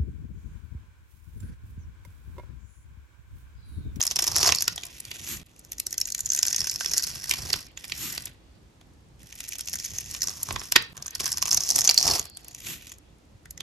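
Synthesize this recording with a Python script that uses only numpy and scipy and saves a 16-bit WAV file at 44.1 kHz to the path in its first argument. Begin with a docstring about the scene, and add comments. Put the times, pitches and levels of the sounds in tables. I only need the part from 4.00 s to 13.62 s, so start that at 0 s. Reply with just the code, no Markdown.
"""A crackling flurry of sharp snaps: a knife is pushed through scored bars of dry soap, close to a
two-port microphone in a small quiet room. Cubes and finer crumbs part by brittle fracture, each crack an
impulse that excites the damped modes of bar and cubes as a thud, a ring and a sizzle. Blade and falling
chunks knock, the hands rumble through the bar and loose crumbs slide off in soft swishes.
The blade rests between passes, and twice the whole sound dips abruptly and recovers."""
import sys
import numpy as np
from scipy import signal
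from scipy.fft import rfft, irfft, next_fast_len
from scipy.io import wavfile
from scipy.ndimage import uniform_filter1d

SR = 44100
rng = np.random.default_rng(int(sys.argv[2]) if len(sys.argv) > 2 else 0)


def wav_record(signal):
    """Record a signal, one row per channel, as 16-bit PCM in the file named by sys.argv[1]."""
    frames = np.transpose(np.atleast_2d(signal))
    bounded = np.clip(frames, -1, 1)
    # unit amplitude maps onto the largest positive 16-bit level
    quanta = np.round(bounded * 32767).astype(np.int16)
    wavfile.write(sys.argv[1], SR, quanta)


N = 424230
N_FFT = next_fast_len(N)
TIME_S = np.arange(N) / SR
BIN_HZ = np.fft.rfftfreq(N_FFT, 1 / SR) + 1  # offset keeps logarithms and quotients finite


def undb(db):
    """Amplitude ratio: a factor of ten for every 20 dB."""
    return 10 ** (np.asarray(db) / 20)


def shape(points):
    """Spectral envelope: gain per bin, with level interpolated over log frequency."""
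    hz, db = np.transpose(points)
    return undb(np.interp(np.log(BIN_HZ), np.log(hz), db))


def colour(x, gain):
    """Linear filtering by multiplication of the spectrum."""
    return irfft(rfft(x, N_FFT) * gain, N_FFT)[..., :N]


def unit(x):
    """Normalisation to an rms of 1."""
    return x / np.sqrt(np.mean(x ** 2))


def decay(x, tau_s):
    """First-order relaxation: each impulse leaves an exponential tail."""
    return signal.lfilter([1], [1, -np.exp(-1 / (tau_s * SR))], x)


def port_noise():
    """Partial coherence: weakly correlated noise for the sum and the difference of the ports."""
    noise = rng.standard_normal((2, N))
    return np.array([noise[0], 0.13 * noise[0] + noise[1]])


# Crumb crackle, one list per pass of the blade or fall of crumbs: t/s, ring level/dB, thud level/dB
CRACKLE = [
    [(0, -50, -44.5), (.11, -50, -60), (.3, -36, -44.5), (.4, -27, -39.5), (.49, -24, -35), (.54, -32, -44)],
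    [(.59, -39.5, -56), (.86, -53.5, -61.5), (1.08, -58, -57), (1.23, -41, -48.5), (1.39, -52, -58),
     (1.43, -69, -58.5)],
    [(1.55, -67.5, -77), (2.03, -54, -64), (2.27, -49, -59.5), (2.48, -43, -52), (2.77, -42, -56),
     (3, -35.5, -45), (3.2, -42.5, -52), (3.45, -40, -48), (3.57, -41.5, -47.5)],
    [(3.62, -48, -56.5), (3.83, -53, -56.5), (4, -45.5, -54.5), (4.14, -44.5, -47.5), (4.27, -54, -55.5),
     (4.35, -97, -66)],
    [(5.2, -63, -66), (5.46, -51, -59), (5.7, -46, -60), (6.15, -41.5, -51), (6.64, -46.5, -53.5),
     (6.7, -46, -52), (6.84, -49, -69), (6.93, -76, -68.5)],
    [(6.95, -60, -42.5), (7.12, -69, -65), (7.22, -36, -45.5), (7.4, -44.5, -54.5), (7.6, -37, -48.5),
     (7.75, -32, -47.5), (7.95, -41.5, -48.5), (8.05, -25, -40), (8.19, -27, -34)],
    [(8.23, -46, -52), (8.31, -72, -61), (8.51, -58.5, -70), (8.7, -47, -47), (8.77, -61, -56.5),
     (8.92, -53.5, -65), (9, -83.5, -90)],
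]
# The blade at rest: start t/s, end t/s
BLADE_RESTS = [(3.67, 3.76), (4.36, 5.19), (8.27, 8.36), (9.01, 9.62)]


def crackle_levels():
    """Amplitude envelopes of the crumbs' thud, ring and sizzle, 40 dB lower while the blade rests."""
    s, ring, thud = np.concatenate(CRACKLE).T
    resting = sum((TIME_S > start) & (TIME_S < end) for start, end in BLADE_RESTS)
    ring_db = np.interp(TIME_S, s, ring) - 40 * resting
    thud_db = np.interp(TIME_S, s, thud) - 40 * resting
    sizzle_db = ring_db - 3 + 0.66 * (thud_db - ring_db)
    return thud_db, ring_db, sizzle_db


def crumbs(break_at, ring_db, patchiness, per_s=800, spread_db=4.5, bunch_db=6, ceiling_db=12):
    """Poisson process of tiny fractures, whose sizes bunch and flare up after each larger break."""
    chance = rng.random((N, 2))
    at = np.flatnonzero(chance[:, 0] < per_s / SR)
    bunching = unit(uniform_filter1d(rng.standard_normal(N), int(.005 * SR)))[at]
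    shock = np.minimum(decay(np.bincount(break_at, minlength=N), tau_s=0.0044), 1)[at]
    scatter_db = -spread_db * np.log(1 - chance[at, 1])
    uneven_db = np.minimum(scatter_db + bunch_db * bunching, ceiling_db) + 11 * shock
    # the harder the blade drags, the more the crackle evens out into a scrape
    contrast = patchiness[at] * np.interp(ring_db[at], [-42, -28], [1, .4])
    size = undb((uneven_db - uneven_db.mean()) * contrast)
    return at, size / np.sqrt(np.sum(size ** 2) / N)


# Jolts of the hands: t/s, level/dB
HAND_JOLTS = [(0.51, -59), (0.7, -49.5), (1.39, -48.5), (3.559, -49.5), (5.751, -53), (6.3, -53.5),
              (6.54, -38), (6.78, -44.5), (6.989, -40.5), (7.75, -47)]


def grip(thud_db, floor_db=-61, wander_db=4, jolt_sigma_s=0.034):
    """Amplitude modulation: the rumble level follows blade pressure, wanders and swells at each jolt."""
    wander = unit(uniform_filter1d(rng.standard_normal(N), int(.08 * SR)))
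    pressure_db = np.clip(thud_db, floor_db, -37.5) - floor_db
    steady_db = floor_db + 0.8 * pressure_db + wander_db * wander
    jolts = sum(undb(db) * np.exp(-.5 * ((TIME_S - s) / jolt_sigma_s) ** 2) for s, db in HAND_JOLTS)
    return 20 * np.log10(undb(steady_db) + jolts)


# Spectrum of the hand rumble: f/Hz, relative level/dB
RUMBLE_SPECTRUM = [(15, -44), (25, -2), (75, 11.5), (157, 7), (343, -10.5), (492, -12.5), (539, -10),
                   (600, -22), (780, -33), (1320, -120)]


def hands(level_db):
    """Structure-borne sound: the grip rumbles through the bar, nearly alike at both ports."""
    noise = unit(colour(rng.standard_normal((2, N)), shape(RUMBLE_SPECTRUM)))
    difference = undb(-9.0) * noise[1] - 0.067 * noise[0]  # leans to the right
    return undb(level_db) * np.array([noise[0], difference])


# Spectrum of the background noise: f/Hz, relative level/dB
AIR_SPECTRUM = [(15, -33.5), (25, -23.5), (54, 0), (155, -15), (326, -14), (392, -20), (846, -26),
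                (1400, -31.5), (6850, -37.5), (14000, -50)]


def air(level_db=-56.5):
    """Noise floor: bass room tone is largely coherent between the ports, microphone hiss is not."""
    sum_gain = shape(AIR_SPECTRUM)
    difference_gain = sum_gain * shape([(100, -12.5), (1000, 1.0), (14000, -3.5)])
    noise = colour(rng.standard_normal((2, N)), np.array([sum_gain, difference_gain]))
    return undb(level_db) * noise / np.sqrt(np.mean(sum_gain ** 2))


# Dull knocks: t/s, thud level/dB, ring level re thud/dB, f/Hz
KNOCK_EVENTS = [(0.006, -27, 3.5, 3520), (0.117, -24.5, -8.5, 2106), (0.779, -23.5, -21, 3340),
                (0.835, -29, 6, 2770), (1.052, -39, 13, 3140), (1.115, -25, 4, 2450),
                (1.157, -34, -12, 1860), (3.323, -24, -0.5, 3140), (3.338, -19.5, 8, 3814),
                (3.539, -16.5, -3, 1418), (3.843, -31.5, -6.5, 2480), (3.898, -34, -6, 2420),
                (4.271, -33.5, -10, 2900), (4.813, -41.5, -20, 582), (5.232, -46, -21, 2060),
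                (5.554, -36.5, 3, 2780), (6.488, -20.5, 0.5, 1040), (6.508, -12.5, -10, 1030),
                (6.561, -13, -6.5, 1060), (6.616, -21.5, -15.5, 1050), (6.7596, -3.5, -20, 1926),
                (6.7605, -2, -25, 1058), (6.7627, -11.5, -23.5, 363), (6.7651, -9.5, -19.5, 2510),
                (6.969, -24.5, 4, 1843), (8.372, -40.5, 0, 2990), (8.87, -39, 8, 2750),
                (8.895, -52, 0, 3000), (9.457, -34.5, -16.5, 1730), (9.509, -46, 9.5, 501)]


def knocks():
    """Impact excitation: the blade strikes the bar and chunks land."""
    s, thud_db, relative_ring_db, pitch_hz = np.transpose(KNOCK_EVENTS)
    return s, thud_db, thud_db + relative_ring_db, pitch_hz


# Cubes snapping off: t/s, ring level/dB, thud level re ring/dB, f/Hz, sizzle level re ring/dB
CUBE_SNAPS = [(0.0151, -8, -36, 6000, -20), (0.027, -11, -22, 6000, -18), (0.0314, -19, -21.5, 5850, -8),
              (0.037, -15.5, -18, 5940, -5.5), (0.0679, -10.5, -23, 6100, -10),
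              (0.0763, -10, -21, 5770, -17), (0.1034, -23.5, -27, 5800, -19), (0.1117, -9, -16, 5700, -18),
              (0.1598, -11.5, -13, 5600, -9.5), (0.166, -9.5, -14, 5560, -14),
              (0.1902, -12, -3.5, 5410, -10.5), (0.1918, -13, -14, 5760, -10.5),
              (0.2247, -10, -12.5, 5500, -18.5), (0.2304, -19, -8.5, 5570, -17.5),
              (0.2415, -11, -12, 6200, -8), (0.2675, -17.5, -9, 6260, -8), (0.2765, -10, -19, 5550, -17),
              (0.2807, -9.5, -18, 5690, -9), (0.3582, -7, -13, 5740, -36.5),
              (0.364, -5.5, -9.5, 6100, -9.5), (0.371, -9, -23.5, 5900, -24.5),
              (0.3834, -13.5, -17, 5670, -4.5), (0.43, -6, -7, 5800, -26), (0.447, -14, -2, 5570, -23.5),
              (0.4576, -9.5, -6, 6030, -20), (0.4607, -15.5, -11, 5440, -21.5),
              (0.4676, -13.5, -7, 6410, -21.5), (0.4756, -10, -17, 5740, -21), (0.478, -16, 3.5, 5670, -20),
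              (0.4906, -8, -1, 5870, -22.5), (0.4966, -13, 0, 5210, -22.5), (0.5227, -5, -5, 5570, -16.5),
              (0.549, -9.5, -32, 5000, -17), (0.5854, -11, -24, 4870, -20), (0.6072, -19, -20, 6180, -4),
              (0.6229, -11, -12.5, 5870, -2), (0.6799, -4, -7, 5440, -14), (0.7791, -27.5, -8.5, 6400, -11),
              (1.649, -34.5, -14, 6000, -6), (1.7198, -20.5, -16.5, 5960, -1),
              (1.7313, -28.5, -11, 5750, -4), (1.7833, -23.5, -18, 6090, -7),
              (1.8003, -18, -15.5, 6100, 0.5), (1.8677, -15, -17, 5540, -4.5), (1.9086, -28, -25, 5710, -1),
              (1.928, -15.5, -17, 6060, -5), (1.942, -24, -10, 5400, -8),
              (1.9809, -11.5, -20.5, 6300, -8.5), (2.0028, -19, -22, 5700, -6),
              (2.014, -8.5, -25.5, 5840, -10), (2.0555, -16, -25.5, 6370, -18), (2.0735, -36, -35, 6850, 8),
              (2.087, -24.5, -40, 6540, -11), (2.103, -22, -28, 6500, -5), (2.1226, -11.5, -46, 6900, -9.5),
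              (2.1484, -12, -17.5, 7200, -8.5), (2.1804, -22, -21, 6860, -7),
              (2.192, -18.5, -14.5, 7240, -11), (2.2066, -14, -38, 6400, -5), (2.2596, -12, -44, 6460, -13),
              (2.2658, -25, -13, 6740, 0), (2.291, -17.5, -31, 6340, -18), (2.303, -7, -28, 6360, -24),
              (2.32, -8, -21, 6520, -12), (2.334, -11, -25, 6390, -12), (2.3491, -10, -20, 5750, -8),
              (2.3631, -25.5, -14, 6760, 5), (2.375, -23, -23, 6790, -20), (2.3901, -7, -19, 6250, -15),
              (2.4255, -23, -21, 5830, -14), (2.4301, -3, -21, 6150, -11.5), (2.4521, -20, -23, 6000, -24),
              (2.467, -29.5, -21, 6700, 13), (2.4725, -11, -16, 5810, -18), (2.4827, -9, -23, 5940, -13),
              (2.5037, -19, -25, 6590, -12), (2.529, -10.5, -35, 6240, -16),
              (2.5458, -12.5, -12, 5900, -25), (2.563, -7, -33, 5700, -11.5),
              (2.582, -15, -12.5, 5880, -18), (2.5922, -16, -25, 5450, -12), (2.6055, -8.5, -29, 5600, -14),
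              (2.6162, -12.5, -14, 5620, -13), (2.6435, -17, -11, 5710, -8),
              (2.6716, -13.5, -9.5, 6450, -7.5), (2.697, -8, -32.5, 5700, -23),
              (2.7406, -24, -33, 6040, -7), (2.7574, -28, -36, 5700, -17), (2.8009, -22.0, -28, 5960, -8),
              (2.809, -16, -2, 5590, -7), (2.846, -21.5, -5, 5800, -9), (2.8602, -11, -14, 5700, -14),
              (2.896, -19, -24, 6000, -29), (2.9148, -20, -31, 6290, -5), (2.9266, -22, -25, 5680, -27),
              (2.936, -7.5, -25, 5670, -17), (2.9664, -20, -33, 5780, -25),
              (2.9741, -10.5, -35, 6200, -7.5), (2.98, -5, -25, 5200, -9), (3.0247, -15, -30, 6370, -8),
              (3.0344, -21, -31, 6040, 0), (3.039, -9.5, -29, 4800, -13), (3.0735, -18, -14, 5930, -9),
              (3.295, -13, -18.5, 5980, -8), (3.3119, -10.5, -5.5, 5600, -5),
              (3.5027, -15.5, -10, 5000, -19), (3.5308, -1, -21, 4660, -17.5),
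              (3.7745, -23.5, -5.5, 7100, -15), (3.9212, -17, -4.5, 4560, -20),
              (4.126, -26, -23, 7060, 2.5), (4.1784, -17, -6, 4870, -13), (4.2569, -31, -26, 6320, 6),
              (5.326, -27, -10, 5660, -11), (5.405, -26.5, -4, 6200, -2), (5.4396, -34, -29, 7090, 3),
              (5.4905, -35, -28, 6720, 11), (5.5317, -42, -32, 5900, -18), (5.585, -25, -15, 6000, -2),
              (5.6089, -22.5, -13, 5600, -2.5), (5.6741, -25, -13, 6590, -8),
              (5.6854, -17.5, -16, 6440, -12), (5.6967, -26, -23, 6110, -1), (5.7316, -18, -26, 6030, -8),
              (5.7366, -18, -8, 5570, -5), (5.7563, -19, -11, 6400, -3), (5.788, -22, -14, 5900, -10),
              (5.8, -19, -17, 5860, -9), (5.849, -17, -40, 6070, -13), (5.8966, -44, -26, 6260, -13),
              (5.9008, -41, -32, 6060, -1), (5.9849, -13.5, -20, 6500, -10),
              (6.1125, -22.5, -25, 5880, -5.5), (5.936, -30, -8, 6200, -8), (6.149, -19, -9, 5700, -12),
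              (6.2086, -22.0, -26, 5990, -31), (6.2196, -7, -21.5, 5800, -10),
              (6.2318, -10, -26, 5760, -15), (6.2408, -16, -22, 5490, -23), (6.2731, -11, -21, 5900, -12.5),
              (6.2841, -14.5, -14, 5900, -23), (6.2946, -18, -23, 5640, -28),
              (6.5958, -21, -24.5, 6100, -19), (6.6024, -26.5, -24, 5740, -12.5),
              (6.7223, -7, -9.5, 5540, -4), (6.7619, 3.5, -4.5, 4540, -13), (6.7685, -16, 1, 4570, -20),
              (6.977, -14, -5.5, 6250, -11.5), (7.025, -11.5, -25, 5660, -15), (7.061, -15, -11, 6100, -29),
              (7.066, -22, -10, 6680, 0), (7.0806, -15, -14, 6300, -18), (7.1083, -22, -29, 5700, -5),
              (7.152, -10.5, -38, 5400, -12.5), (7.1563, -20, -4, 5280, -6), (7.2007, -15.5, -8, 5550, -9),
              (7.2047, -14, -15, 6900, -7), (7.2428, -12.5, -15, 5560, -9), (7.2577, -8.5, -28, 5830, -12),
              (7.266, -16.5, -3.5, 5670, -17), (7.2787, -20.5, -4, 5590, 1.5),
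              (7.3184, -18.5, -38, 6200, -3.5), (7.3279, -11, -46, 6200, -11),
              (7.3726, -12.5, -15, 6000, -14.5), (7.3814, -14.5, -13, 4960, -8),
              (7.4194, -14.5, -22, 6010, -18), (7.4254, -6, -12.5, 5800, -7.5),
              (7.456, -13.5, -11, 6670, -12), (7.4616, -20, -8, 7150, -9), (7.4806, -14.5, -9, 5940, -13),
              (7.4887, -21.5, -22, 5770, -12.5), (7.509, -17.5, -31, 6380, -4.5),
              (7.5131, -6, -22, 5500, -16), (7.5244, -10.5, -13.5, 5550, -9), (7.5301, -5, -20, 6700, -17),
              (7.5459, -3, -19, 6350, -13), (7.566, -24.5, -18, 5970, -8.5), (7.5726, -11.5, -31, 5830, -5),
              (7.5747, -3, -21, 5500, -18.5), (7.6062, -10.5, -32, 5700, -16.5),
              (7.636, -12, -36, 5870, -11), (7.6835, -18, -28, 5730, -15), (7.6905, -8, -28, 6200, -11),
              (7.6941, -22, -7.5, 6150, -18.5), (7.704, -4.5, -24, 6100, -14.5),
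              (7.7101, -7, -22, 5890, -11.5), (7.721, -16, -13, 5970, -11.5),
              (7.7574, -7.5, -28.5, 5650, -15.5), (7.7608, -9.5, -9.5, 5800, -0.5),
              (7.7818, -15.5, -6, 5570, -5.5), (7.789, -4.5, -14.5, 6100, -8.5),
              (7.7952, -14.5, -28.5, 6120, 0), (7.8087, -10, -27, 5920, -9), (7.8163, -9, -15, 6500, -14),
              (7.843, -9.5, -30, 6190, -26.5), (7.8485, -6.5, -18, 5470, -11),
              (7.8527, -8.5, -20, 5610, -13.5), (7.8578, -15.5, -39, 5800, -18),
              (7.8758, -0.5, -30, 5300, -30), (7.8799, -10, -12, 5670, -18),
              (7.8926, -1, -12.5, 5120, -19.5), (7.897, -2, -20, 4930, -11), (7.906, -20, -31, 5870, -13),
              (7.911, -2.5, -14.5, 6090, -14), (7.9439, -10, -32, 5950, -9),
              (7.9776, 3.5, -28.5, 5300, -24), (7.9802, -8, -35.5, 5600, -10.5),
              (7.9867, -5, -18.5, 5550, -21), (7.9974, -12, -25, 5610, -26),
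              (8.0047, -11, -17, 5560, -14.5), (8.0116, -9, -20.5, 5450, -19),
              (8.028, -5.5, -31, 5600, -18), (8.056, -8, -20, 5160, -15), (8.0776, -4.5, -21, 5400, -15),
              (8.0818, -11.5, -9, 5400, -21), (8.1117, -7, -25, 5300, -27.5),
              (8.1955, -9.5, -18, 6840, -10), (8.255, -34.5, -20, 7000, -2), (8.2991, -39.5, -13, 6600, 3),
              (8.4832, -32.5, -19, 5960, 3.5), (8.5483, -28, -15.5, 6900, -5),
              (8.9185, -29.5, -6, 6910, -6), (9.5772, -26, -11.5, 6350, -16.5), (9.6059, -24, -2, 6330, -7)]


def snaps():
    """Brittle fracture: each cube releases its stored strain as one impulse."""
    s, ring_db, relative_thud_db, pitch_hz, relative_sizzle_db = np.transpose(CUBE_SNAPS)
    return s, ring_db + relative_thud_db, ring_db, pitch_hz, ring_db + relative_sizzle_db


def lesser_snaps(crumb_ring_db, per_s=14, above_crumbs_db=10.5, ceiling_db=-30.5):
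    """Jittered impulse train: small fractures at random instants follow the level of the crackle."""
    count = int(per_s * N / SR)
    s = (np.arange(count) + rng.random(count)) / per_s
    ring_scatter, thud_scatter, pitch_scatter = rng.standard_normal((count, 3)).T
    ring_db = crumb_ring_db[(s * SR).astype(int)] + above_crumbs_db - 2.5 * np.clip(ring_scatter, -1, 2)
    ring_db = np.minimum(ring_db, ceiling_db)
    thud_db = ring_db - 9.5 + 3.0 * thud_scatter
    return s, thud_db, ring_db, 5900 * np.exp(.09 * pitch_scatter)


# Brightness with the blade at rest, entering and buried: crumb ring level/dB, change of sizzle level/dB
BRIGHTNESS = [(-77.5, -6), (-58, -0.5), (-34.5, 1.5), (-32, -3.5)]


def breaks(crumb_ring_db):
    """Superposition of impulses: knocks and lesser snaps get a sizzle level and join the cube snaps."""
    s, thud_db, ring_db, pitch_hz = np.hstack([knocks(), lesser_snaps(crumb_ring_db)])
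    sizzle_db = -21 + 0.39 * ring_db + 6 * rng.standard_normal(len(s))
    sizzle_db += np.interp(crumb_ring_db[(s * SR).astype(int)], *np.transpose(BRIGHTNESS))
    return np.hstack([snaps(), (s, thud_db, ring_db, pitch_hz, sizzle_db)])


def excitation(at, size, noise, rise_s, tail_s, rattle_db):
    """Transient excitation: a click with a very brief swell of noise before it and a short rattle after."""
    clicks = np.bincount(at, size, minlength=N)
    energy = clicks ** 2
    after = decay(energy, tail_s)
    before = np.maximum(decay(energy[::-1], rise_s)[::-1] - energy, 0)
    return clicks * np.array([[1], [.7]]) + undb(rattle_db) * np.sqrt(after + before) * noise


def mode_shares(pitch_hz, modes, scatter_db=3.5, favour_db=13, log_width=.15):
    """Energy partition: a break feeds the modes unevenly, favouring those near its pitch."""
    mode_hz = np.array(modes)[:, :1]
    scatter = rng.standard_normal((len(pitch_hz), len(modes))).T
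    nearness = np.exp(-(np.log(mode_hz / pitch_hz) / log_width) ** 2)
    share = undb(scatter_db * scatter + favour_db * nearness)
    polarity = (-1.) ** np.arange(len(modes))[:, None]
    return polarity * share / np.sqrt(np.mean(share ** 2, axis=0))


# Spectra of breaking soap in the sum and the difference of the ports: f/Hz, relative level/dB
SUM_SPECTRUM = [(180, -14.5), (300, -13), (494, -11), (537, -15.5), (725, -13.5), (1150, -13),
                (1580, -10.5), (1810, -9), (3240, -8), (3950, -3.5), (4830, 2), (5700, -0.5), (6960, 2.5),
                (8940, -17), (12700, -11.5), (16000, -73.5)]
DIFFERENCE_SPECTRUM = [(180, -56), (300, -46), (737, -15.5), (1320, -19), (1900, -8.5), (3460, -10),
                       (5430, -6), (7950, -1.5), (10600, -11.5), (13100, -38.5), (16000, -36)]
# Phase of the difference against the sum: f/Hz, phase/rad
PORT_PHASE = [(500, 4.9), (1400, 1.9), (3000, 2.2), (6000, 4.57), (9000, 5.6), (13000, 4.1)]


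def zone_response(modes):
    """Transfer functions: two resonators in cascade per mode, and port gains normalised in power."""
    phase = np.interp(BIN_HZ, *np.transpose(PORT_PHASE))
    ports = np.array([shape(SUM_SPECTRUM), shape(DIFFERENCE_SPECTRUM) * np.exp(1j * phase)])
    resonances = [1 / (1 + 1j * (BIN_HZ - hz * hz / BIN_HZ) / width) ** 2 for hz, width in modes]
    power = sum(np.mean(np.abs(resonance * ports[0].real) ** 2) for resonance in resonances)
    return resonances, ports / np.sqrt(power)


# Resonance as the blade travels along the bar: t/s, thud f/Hz, crumb ring f/Hz, crackle patchiness/1
BAR_RESONANCE = [(0, 1040, 6000, 1.2), (.55, 953, 5200, 1.3), (1.1, 2470, 6300, 0.72),
                 (2.2, 1830, 6700, 1.17), (2.6, 1620, 5650, 1.25), (3.5, 1620, 5360, 0.65),
                 (5.6, 2300, 6100, 1.15), (6.1, 2130, 6050, 0.51), (6.349, 1100, 5860, 0.36),
                 (7.3, 1500, 5500, 1.12), (7.7, 650, 5880, 0.9), (8.2, 590, 5250, 1.1),
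                 (8.5, 2540, 6440, 0.84)]
# Modes of bar and cubes, one list each for the thud, ring and sizzle zones: f/Hz, bandwidth/Hz
SOAP_MODES = [
    [(350, 290), (700, 418), (1050, 380), (1550, 326), (1930, 346), (2550, 1250), (3300, 550)],
    [(4600, 810), (5500, 810), (6200, 910), (7000, 1020), (8300, 210)],
    [(10000, 4430), (11300, 2000), (12700, 1500)],
]


def soap(crumb_levels_db, hand_db):
    """Modal superposition: snaps, knocks and crumbs drive the damped modes of bar and cubes."""
    _, crumb_ring_db, _ = crumb_levels_db
    s, thud_db, ring_db, pitch_hz, sizzle_db = breaks(crumb_ring_db)
    break_at = np.minimum((s * SR).astype(int), N - 1)
    travel_s, bar_hz, crumb_hz, patchiness = np.transpose(BAR_RESONANCE)
    crumb_at, crumb_size = crumbs(break_at, crumb_ring_db, np.interp(TIME_S, travel_s, patchiness))
    at = np.r_[break_at, crumb_at]
    ring_scatter, thud_scatter = rng.standard_normal((len(at), 2)).T
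    near_crumb_hz = np.interp(at / SR, travel_s, crumb_hz) * np.exp(.045 * ring_scatter)
    near_bar_hz = np.interp(at / SR, travel_s, bar_hz) * np.exp(.22 * thud_scatter)
    ring_hz = np.r_[pitch_hz, near_crumb_hz[len(s):]]
    thud_hz = np.where(ring_hz < 3800, ring_hz, near_bar_hz)  # low knocks thud at their own pitch
    # per zone: f/Hz, break level/dB, noise envelope (rise t/s, tail t/s, rattle level/dB)
    zones = [(thud_hz, thud_db + 10, (.0013, .002, -20)),
             (ring_hz, ring_db + 7, (.0009, .0012, -18)),
             (ring_hz, sizzle_db + 8, (.0008, .001, -14))]
    noise, spectrum = port_noise(), 0
    for modes, crumb_db, (event_hz, break_db, envelope) in zip(SOAP_MODES, crumb_levels_db, zones):
        resonances, ports = zone_response(modes)
        for resonance, share, (mode_hz, _) in zip(resonances, mode_shares(event_hz, modes), modes):
            # hard pressure makes the lowest modes groan
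            groan_db = .65 * (hand_db[crumb_at] + 54) * (mode_hz < 1300)
            size = share * np.r_[undb(break_db), crumb_size * undb(crumb_db[crumb_at] + groan_db)]
            spectrum += ports * resonance * rfft(excitation(at, size, noise, *envelope), N_FFT)
    return irfft(spectrum, N_FFT)[:, :N]


def room(x, level_db=-15, treble_hz=4800):
    """Reverberation: a short diffuse tail decays exponentially, the treble first."""
    t = np.arange(int(.4 * SR)) / SR
    spectrum = rfft(rng.standard_normal((2, len(t))) * undb(-60 * t / 0.26))
    tail = irfft(spectrum / np.sqrt(np.abs(spectrum)), len(t))  # flattening softens ringing notes
    low = signal.sosfiltfilt(signal.butter(6, treble_hz, fs=SR, output="sos"), tail)
    treble = (tail - low) * undb(-3.5 - 60 * t / 0.19)
    onset = 1 - np.exp(-t / 0.00043)
    response = (low + treble) * onset / np.sqrt(np.sum(low ** 2))
    return undb(level_db) * signal.oaconvolve(x[None], response, axes=1)[:, :N]


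# Loose crumbs sliding off the bar: t/s, Gaussian width/s, level/dB
CRUMB_SLIDES = [(1.319, 0.033, -34.5), (4.049, 0.052, -34.5), (8.703, 0.041, -38)]
# Spectrum of their swish: f/Hz, relative level/dB
SLIDE_SPECTRUM = [(47, -40), (80, -11), (130, -5), (339, -9), (562, -37), (993, -19.5), (3170, -11),
                  (5480, -15), (6970, -7), (9890, -21.5), (12600, -4), (13400, -31), (15000, -80)]


def slides():
    """Friction noise: many loose crumbs rub over the bar at once and blur into a swish."""
    swell = sum(undb(db) * np.exp(-.5 * ((TIME_S - s) / width) ** 2) for s, width, db in CRUMB_SLIDES)
    return swell * unit(colour(port_noise(), shape(SLIDE_SPECTRUM))) * undb([[0], [-5]])


# Abrupt dips of the whole sound: t/s, recovery time constant/s, change of level/dB
LEVEL_DIPS = [(1.432, 0.028, -27), (6.931, 0.11, -20)]


def dips():
    """Exponential recovery: a gain whose level falls at once and relaxes back."""
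    return undb(sum(db * (TIME_S > s) * np.exp(-np.abs(TIME_S - s) / tau) for s, tau, db in LEVEL_DIPS))


def scene():
    """Sum-and-difference stereophony: soap, reverberation, hands and air combine into left and right."""
    thud_db, ring_db, sizzle_db = crackle_levels()
    hand_db = grip(thud_db)
    cutting = soap((thud_db, ring_db, sizzle_db), hand_db) + slides()
    mid, side = cutting + room(cutting[0]) + hands(hand_db) + air()
    balance = undb([[-.4], [.4]])
    return dips() * balance * np.array([mid + side, mid - side])


def record(dry):
    """Clipping and band limiting: peaks stop at full scale, then two low-pass filters cut the top."""
    softened = signal.sosfilt(signal.butter(6, 14200, fs=SR, output="sos"), np.clip(dry, -1, 1))
    return signal.sosfilt(signal.ellip(10, .2, 90, 16300, fs=SR, output="sos"), softened)


dry = scene()
out = record(dry)
wav_record(out)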